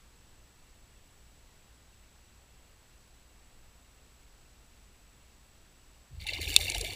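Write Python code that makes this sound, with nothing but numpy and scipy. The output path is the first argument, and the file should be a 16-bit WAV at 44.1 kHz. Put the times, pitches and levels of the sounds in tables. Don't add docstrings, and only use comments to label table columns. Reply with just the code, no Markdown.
import sys
import numpy as np
from scipy import signal
from scipy.fft import rfft, irfft
from scipy.io import wavfile
from scipy.ndimage import uniform_filter1d

SR = 44100
rng = np.random.default_rng(int(sys.argv[2]) if len(sys.argv) > 2 else 0)


def file_out(sig):
    cols = np.atleast_2d(sig).T
    lim = np.clip(cols, -1, 1)
    pcm = np.round(lim * 32767).astype(np.int16)
    wavfile.write(sys.argv[1], SR, pcm)


N = 306495
TIME = np.arange(N) / SR


def gain_of(db):
    return 10 ** (np.asarray(db) / 20)


def unit_rms(x):
    return x / np.sqrt(np.mean(x ** 2) + 1e-20)


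def steadied(x, window):
    return x / np.sqrt(abs(uniform_filter1d(x ** 2, window)) + 1e-12)


def coloured(x, spectrum):
    hz, db = np.transpose(spectrum)
    curve_db = np.interp(np.log(np.fft.rfftfreq(N, 1 / SR) + 1), np.log(hz), db)
    return unit_rms(irfft(rfft(x) * gain_of(curve_db), N))


def split(x, hz=5200):
    return [signal.sosfilt(signal.butter(4, hz, kind, fs=SR, output="sos"), x)
            for kind in ("low", "high")]


def add(mix, start_s, sound):
    part = mix[round(start_s * SR):][:len(sound)]
    part += sound[:len(part)]


def pops(per_s, spread_db):
    happens = rng.random(N) < per_s / SR
    size = np.minimum(rng.exponential(1, N), 3)
    return happens * rng.choice([-1, 1], N) * gain_of(spread_db * size)


def bubble(hz, rise_octaves, length_s):
    progress = np.arange(0, 1, 1 / (length_s * SR))
    turns = np.cumsum(hz * 2 ** (rise_octaves * progress)) / SR
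    return np.sin(np.pi * progress ** 0.82) ** 2 * np.sin(2 * np.pi * turns)


def cloud(pitches, per_s, spread_db, cycles, rise_octaves):
    out = np.zeros(N)
    for hz in pitches:
        births = pops(per_s / len(pitches), spread_db)
        out += hz * signal.oaconvolve(births, bubble(hz, rise_octaves, cycles / hz))[:N]
    return out


# (frequency [Hz], relative density [dB])
CURRENT_SPECTRUM = [(8, -11), (20, 2), (32, -4), (55, -2.5), (70, -9), (95, -10), (130, -15), (200, -18),
                    (300, -22), (500, -30), (1000, -43.5)]

def current(level_db=-61):
    return gain_of(level_db) * coloured(rng.standard_normal(N), CURRENT_SPECTRUM)


# (frequency [Hz], relative density [dB])
HISS_SPECTRUM = [(100, 1), (400, 0), (700, -0.5), (1500, -3), (2450, -4), (2720, -4.5), (3000, -5),
                 (4200, -5.5), (5400, -7.5), (7000, -8.5), (8300, -12.5), (12000, -16.5), (14300, -16.3),
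                 (15200, -15.5)]

def hiss(level_db=-64.5):
    return gain_of(level_db) * coloured(rng.standard_normal(N), HISS_SPECTRUM)


def trickle(level_db=-85):
    plinks = cloud(np.geomspace(2650, 2850, 4), per_s=14, spread_db=2, cycles=40, rise_octaves=0)
    return gain_of(level_db) * unit_rms(plinks)


# (point in the cycle [0-1], relative level [dB], pitch [Hz])
WHINE_CYCLE = [(0, -28, 7720), (.15, -10, 7780), (.35, -3.5, 7792), (.45, -5.5, 7760), (.57, 0, 7792),
               (.76, 0, 7785), (.83, -7, 7480), (.9, -24, 7400), (1, -28, 7720)]
HUM_HARMONICS = [1, 2, 34, 42, 45, 46]
HUM_LEVELS = [-66.5, -80.5, -103, -94, -86, -91]

def whine(pictures_per_s=59.952, level_db=-71.5, drift_hz=12, waver=0.17, upper_hz=9010, upper_db=-87):
    points, db, hz = np.transpose(WHINE_CYCLE)
    picture, cycle = np.divmod(TIME * pictures_per_s, 1)
    swell, drift, flutter = (unit_rms(uniform_filter1d(z, 300)) for z in rng.standard_normal((3, N)))
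    turns = np.cumsum(np.interp(cycle, points, hz) + drift_hz * drift) / SR
    turns -= turns[np.searchsorted(picture, picture)]
    tone = gain_of(np.interp(cycle, points, db)) * (1 + waver * swell) * np.sin(2 * np.pi * turns)
    upper_tone = flutter * np.sin(2 * np.pi * upper_hz * TIME)
    hum = sum(gain_of(hum_db) * unit_rms(np.sin(2 * np.pi * k * cycle))
              for k, hum_db in zip(HUM_HARMONICS, HUM_LEVELS))
    return gain_of(level_db) * unit_rms(tone) + gain_of(upper_db) * unit_rms(upper_tone) + hum


# (time [s], push on the water [dB], air churned under [dB], spray [dB])
TAIL_STROKES = [(6.14, -45, -72, -82), (6.195, -42, -49, -68), (6.263, -50, -37, -56),
                (6.33, -47, -40, -59), (6.407, -37, -38.5, -49), (6.476, -39, -37.5, -46),
                (6.527, -44, -37.5, -51), (6.597, -39.5, -37, -43.5), (6.655, -42.5, -37, -51.5),
                (6.737, -47, -40.5, -51), (6.785, -40, -45, -53), (6.84, -45.5, -40, -50),
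                (6.895, -46, -44.5, -58.5)]
PUSH, AIR, SPRAY = 1, 2, 3

def strokes(column, attack_s, hold_s, release_s, lead_s=0):
    power = np.zeros(N)
    for stroke in TAIL_STROKES:
        age = TIME - stroke[0] + lead_s
        swell = np.clip(age / attack_s, 0, 1)
        decay = np.exp(-np.maximum(age - attack_s - hold_s, 0) / release_s)
        power += (gain_of(stroke[column]) * swell * decay) ** 2
    return np.sqrt(power)


# (frequency [Hz], relative density [dB])
SWIRL_SPECTRUM = [(15, -25), (35, -5), (47, 8.5), (60, -2.5), (82, 5.5), (100, 2.5), (125, -8.5),
                  (170, -15.5), (260, -36), (500, -49)]
# (time [s], level [dB], pitch [Hz])
AIR_POCKETS = [(6.105, -47.5, 126), (6.322, -41, 85), (6.369, -41, 86), (6.444, -32, 79.5),
               (6.575, -42, 79.6), (6.731, -38, 47.4)]

def tail(swirl_db=-2, pocket_cycles=5.8):
    push = strokes(PUSH, attack_s=0.02, hold_s=0.042, release_s=0.032, lead_s=0.027)
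    swirls = steadied(coloured(rng.standard_normal(N), SWIRL_SPECTRUM), window=2200)
    out = gain_of(swirl_db) * push * swirls
    for start_s, db, hz in AIR_POCKETS:
        add(out, start_s, gain_of(db) * bubble(hz, 0, pocket_cycles / hz))
    return out


# (frequency [Hz], relative gain [dB])
GURGLE_SPECTRUM = [(150, -7), (260, -3), (330, -1.5), (480, -1), (600, -3), (780, -2.5), (900, -5.5),
                   (1050, -16), (1450, -20.5), (2000, -40)]
# (time [s], level [dB], pitch [Hz], rise [octaves], length [s])
LOUD_BUBBLES = [(6.252, -48.5, 800, .16, 0.018), (6.266, -31.5, 3600, .11, 0.0048),
                (6.273, -34.5, 9860, 0.19, 0.0036), (6.282, -32, 2680, 0.022, 0.024),
                (6.289, -31, 2150, -0.12, 0.0098), (6.322, -40, 400, 1.07, 0.0099),
                (6.3325, -29, 4080, 0, 0.006), (6.382, -47, 750, 0.87, 0.0114),
                (6.384, -39.5, 217, 1.54, 0.0252), (6.471, -46, 400, -0.066, 0.028),
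                (6.475, -27.5, 2570, -0.041, .0054), (6.482, -44.5, 296, 0.034, 0.043),
                (6.585, -43.5, 770, 0.065, 0.023), (6.6, -47, 554, 0.2, .028),
                (6.677, -27.5, 2690, 0.025, .014), (6.689, -32, 2310, -.1, 0.014),
                (6.694, -44.5, 318, .2, 0.034), (6.7436, -30, 3890, 0, .009),
                (6.747, -38.5, 700, 0.02, .022), (6.752, -40.5, 842, 0.067, 0.018),
                (6.799, -42, 438, .19, .043), (6.826, -39, 326, 0.56, 0.02),
                (6.829, -41.5, 558, 0.34, .033), (6.876, -45.5, 690, 0.082, 0.036)]

def gurgle(cloud_db=-17.5, growth_db_per_s=7):
    large = cloud(np.geomspace(230, 1400, 24), per_s=500, spread_db=2.5, cycles=8, rise_octaves=0.092)
    large = steadied(coloured(large, GURGLE_SPECTRUM), window=2000)
    middle_s = np.mean([stroke[0] for stroke in TAIL_STROKES])
    churn = strokes(AIR, attack_s=0.036, hold_s=0.016, release_s=0.16)
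    out = gain_of(cloud_db + growth_db_per_s * (TIME - middle_s)) * churn * large
    for start_s, db, hz, rise_octaves, length_s in LOUD_BUBBLES:
        add(out, start_s, gain_of(db) * bubble(hz, rise_octaves, length_s))
    return out


# (frequency [Hz], width [Hz], relative level [dB])
HOUSING_RESONANCES = [(1700, 195, -11.5), (2090, 36, -1.5), (2280, 114, 0.5), (2815, 240, -1.5),
                      (3643, 176, -2), (4060, 84, -3.5), (4470, 270, -5), (5690, 290, -8), (6520, 120, -6),
                      (7390, 400, -4.5), (8850, 470, -5.5), (9900, 400, -5), (11400, 500, -13.5),
                      (12900, 600, -14), (14500, 680, -6.5)]

def through_housing(x, wall_hz=1700):
    hz = np.fft.rfftfreq(2048, 1 / SR)
    power = sum(gain_of(db) ** 2 / (1 + ((hz - centre) / width) ** 2) ** 2
                for centre, width, db in HOUSING_RESONANCES)
    log_gain = np.log(power / (1 + (wall_hz / (hz + 1)) ** 8) + 1e-7) / 2
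    minimum_phase = -signal.hilbert(np.r_[log_gain, log_gain[-2:0:-1]]).imag[:len(hz)]
    ring = irfft(np.exp(log_gain + 1j * minimum_phase))
    return signal.oaconvolve(x, ring)[:N]


def froth():
    return strokes(AIR, attack_s=0.008, hold_s=0.019, release_s=0.063)


def fizz(crackle_db=-5, mist_db=-3, spray_db=1):
    bubbling = dict(per_s=900, spread_db=4, cycles=14, rise_octaves=0.039)
    fine = unit_rms(through_housing(cloud(np.geomspace(1700, 5200, 24), **bubbling)))
    mist = unit_rms(through_housing(cloud(np.geomspace(5200, 15000, 20), **bubbling)))
    crackle, spray = map(unit_rms, split(through_housing(pops(per_s=2600, spread_db=6))))
    mid = steadied(fine + gain_of(crackle_db) * crackle, window=2000)
    treble = steadied(spray + gain_of(mist_db) * mist, window=2000)
    splashes = strokes(SPRAY, attack_s=0.005, hold_s=0.02, release_s=0.073)
    return froth() * mid + gain_of(spray_db) * splashes * treble


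def spatter(spatter_db=-24):
    _, drops = split(through_housing(pops(per_s=70, spread_db=2.5)))
    return gain_of(spatter_db) * froth() * unit_rms(drops)


# (time [s], relative peak [dB], relative treble [dB], upper edge [Hz])
GRIT_HITS = [(6.2127, -41, -1, 15000), (6.2394, -41, 10, 15000), (6.2681, -29, -22, 11000),
             (6.3364, -26.5, -22, 12000), (6.4154, -27, 7, 15000), (6.4954, -28, 3, 15000),
             (6.5416, -23, 7, 15000), (6.589, -25, 2, 15000), (6.6994, -15.5, 10, 9000),
             (6.72, -21.5, -7, 10000), (6.7478, -20.5, -11, 10000), (6.7817, -22.5, 8, 14000),
             (6.8118, -21, 14, 10100), (6.847, -25, -8, 15000), (6.934, -30.5, 9, 15000)]

def ticks(tick_db=0.5, treble_db=3, scatter=0.23, scatter_s=0.002):
    out, t = np.zeros(N), TIME[:256]
    for start_s, db, bright_db, edge_hz in GRIT_HITS:
        click = (t == 0) + scatter * rng.standard_normal(len(t)) * np.exp(-t / scatter_s)
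        mid, treble = split(through_housing(click))
        tick, _ = split(mid + gain_of(bright_db + treble_db) * treble, edge_hz)
        add(out, start_s, gain_of(db + tick_db) * tick / abs(tick).max())
    return out


# (frequency [Hz], relative level [dB], t60 [s])
SHELL_MODES = [(2090, -30, .05), (2280, -17, .016), (2660, -12, .022), (3130, -22, .008), (3620, 0, .008),
               (4400, -3.5, .007), (5560, -10, .007), (6600, -16, .007), (7200, -8.5, .005),
               (7750, -13, .005), (8300, -10, .006), (9070, -9.5, .005), (9980, -15, .005),
               (10700, -21, .005), (11450, -25, .005), (12750, -21, .005), (13770, -16.5, .005),
               (14650, -21, .004), (15100, -23, .004)]

def pebble(start_s=6.5633, contact_s=0.0014, ring_db=3, thud_db=-24, thud_s=0.000084):
    out, t = np.zeros(N), TIME[:4000]
    free_s = np.maximum(t - contact_s, 0)
    ring = sum((-1) ** k * gain_of(db - 60 * free_s / t60) * np.sin(2 * np.pi * hz * t)
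               for k, (hz, db, t60) in enumerate(SHELL_MODES))
    ring = signal.sosfilt(signal.butter(6, 2000, "high", fs=SR, output="sos"), ring)
    thud = -t / thud_s * np.exp(1 - t / thud_s)
    add(out, start_s, gain_of(ring_db) * ring / abs(ring).max() + gain_of(thud_db) * thud)
    return out


def scene():
    background = current() + hiss() + trickle() + whine()
    return (background + tail() + gurgle() + fizz() + spatter() + ticks() + pebble())[None]


def record(dry, edge_hz=15450):
    low_pass = signal.firwin(511, edge_hz, window=("kaiser", 9), fs=SR)
    return signal.oaconvolve(np.clip(dry, -1, 1), low_pass[None], "same")


dry = scene()
out = record(dry)
file_out(out)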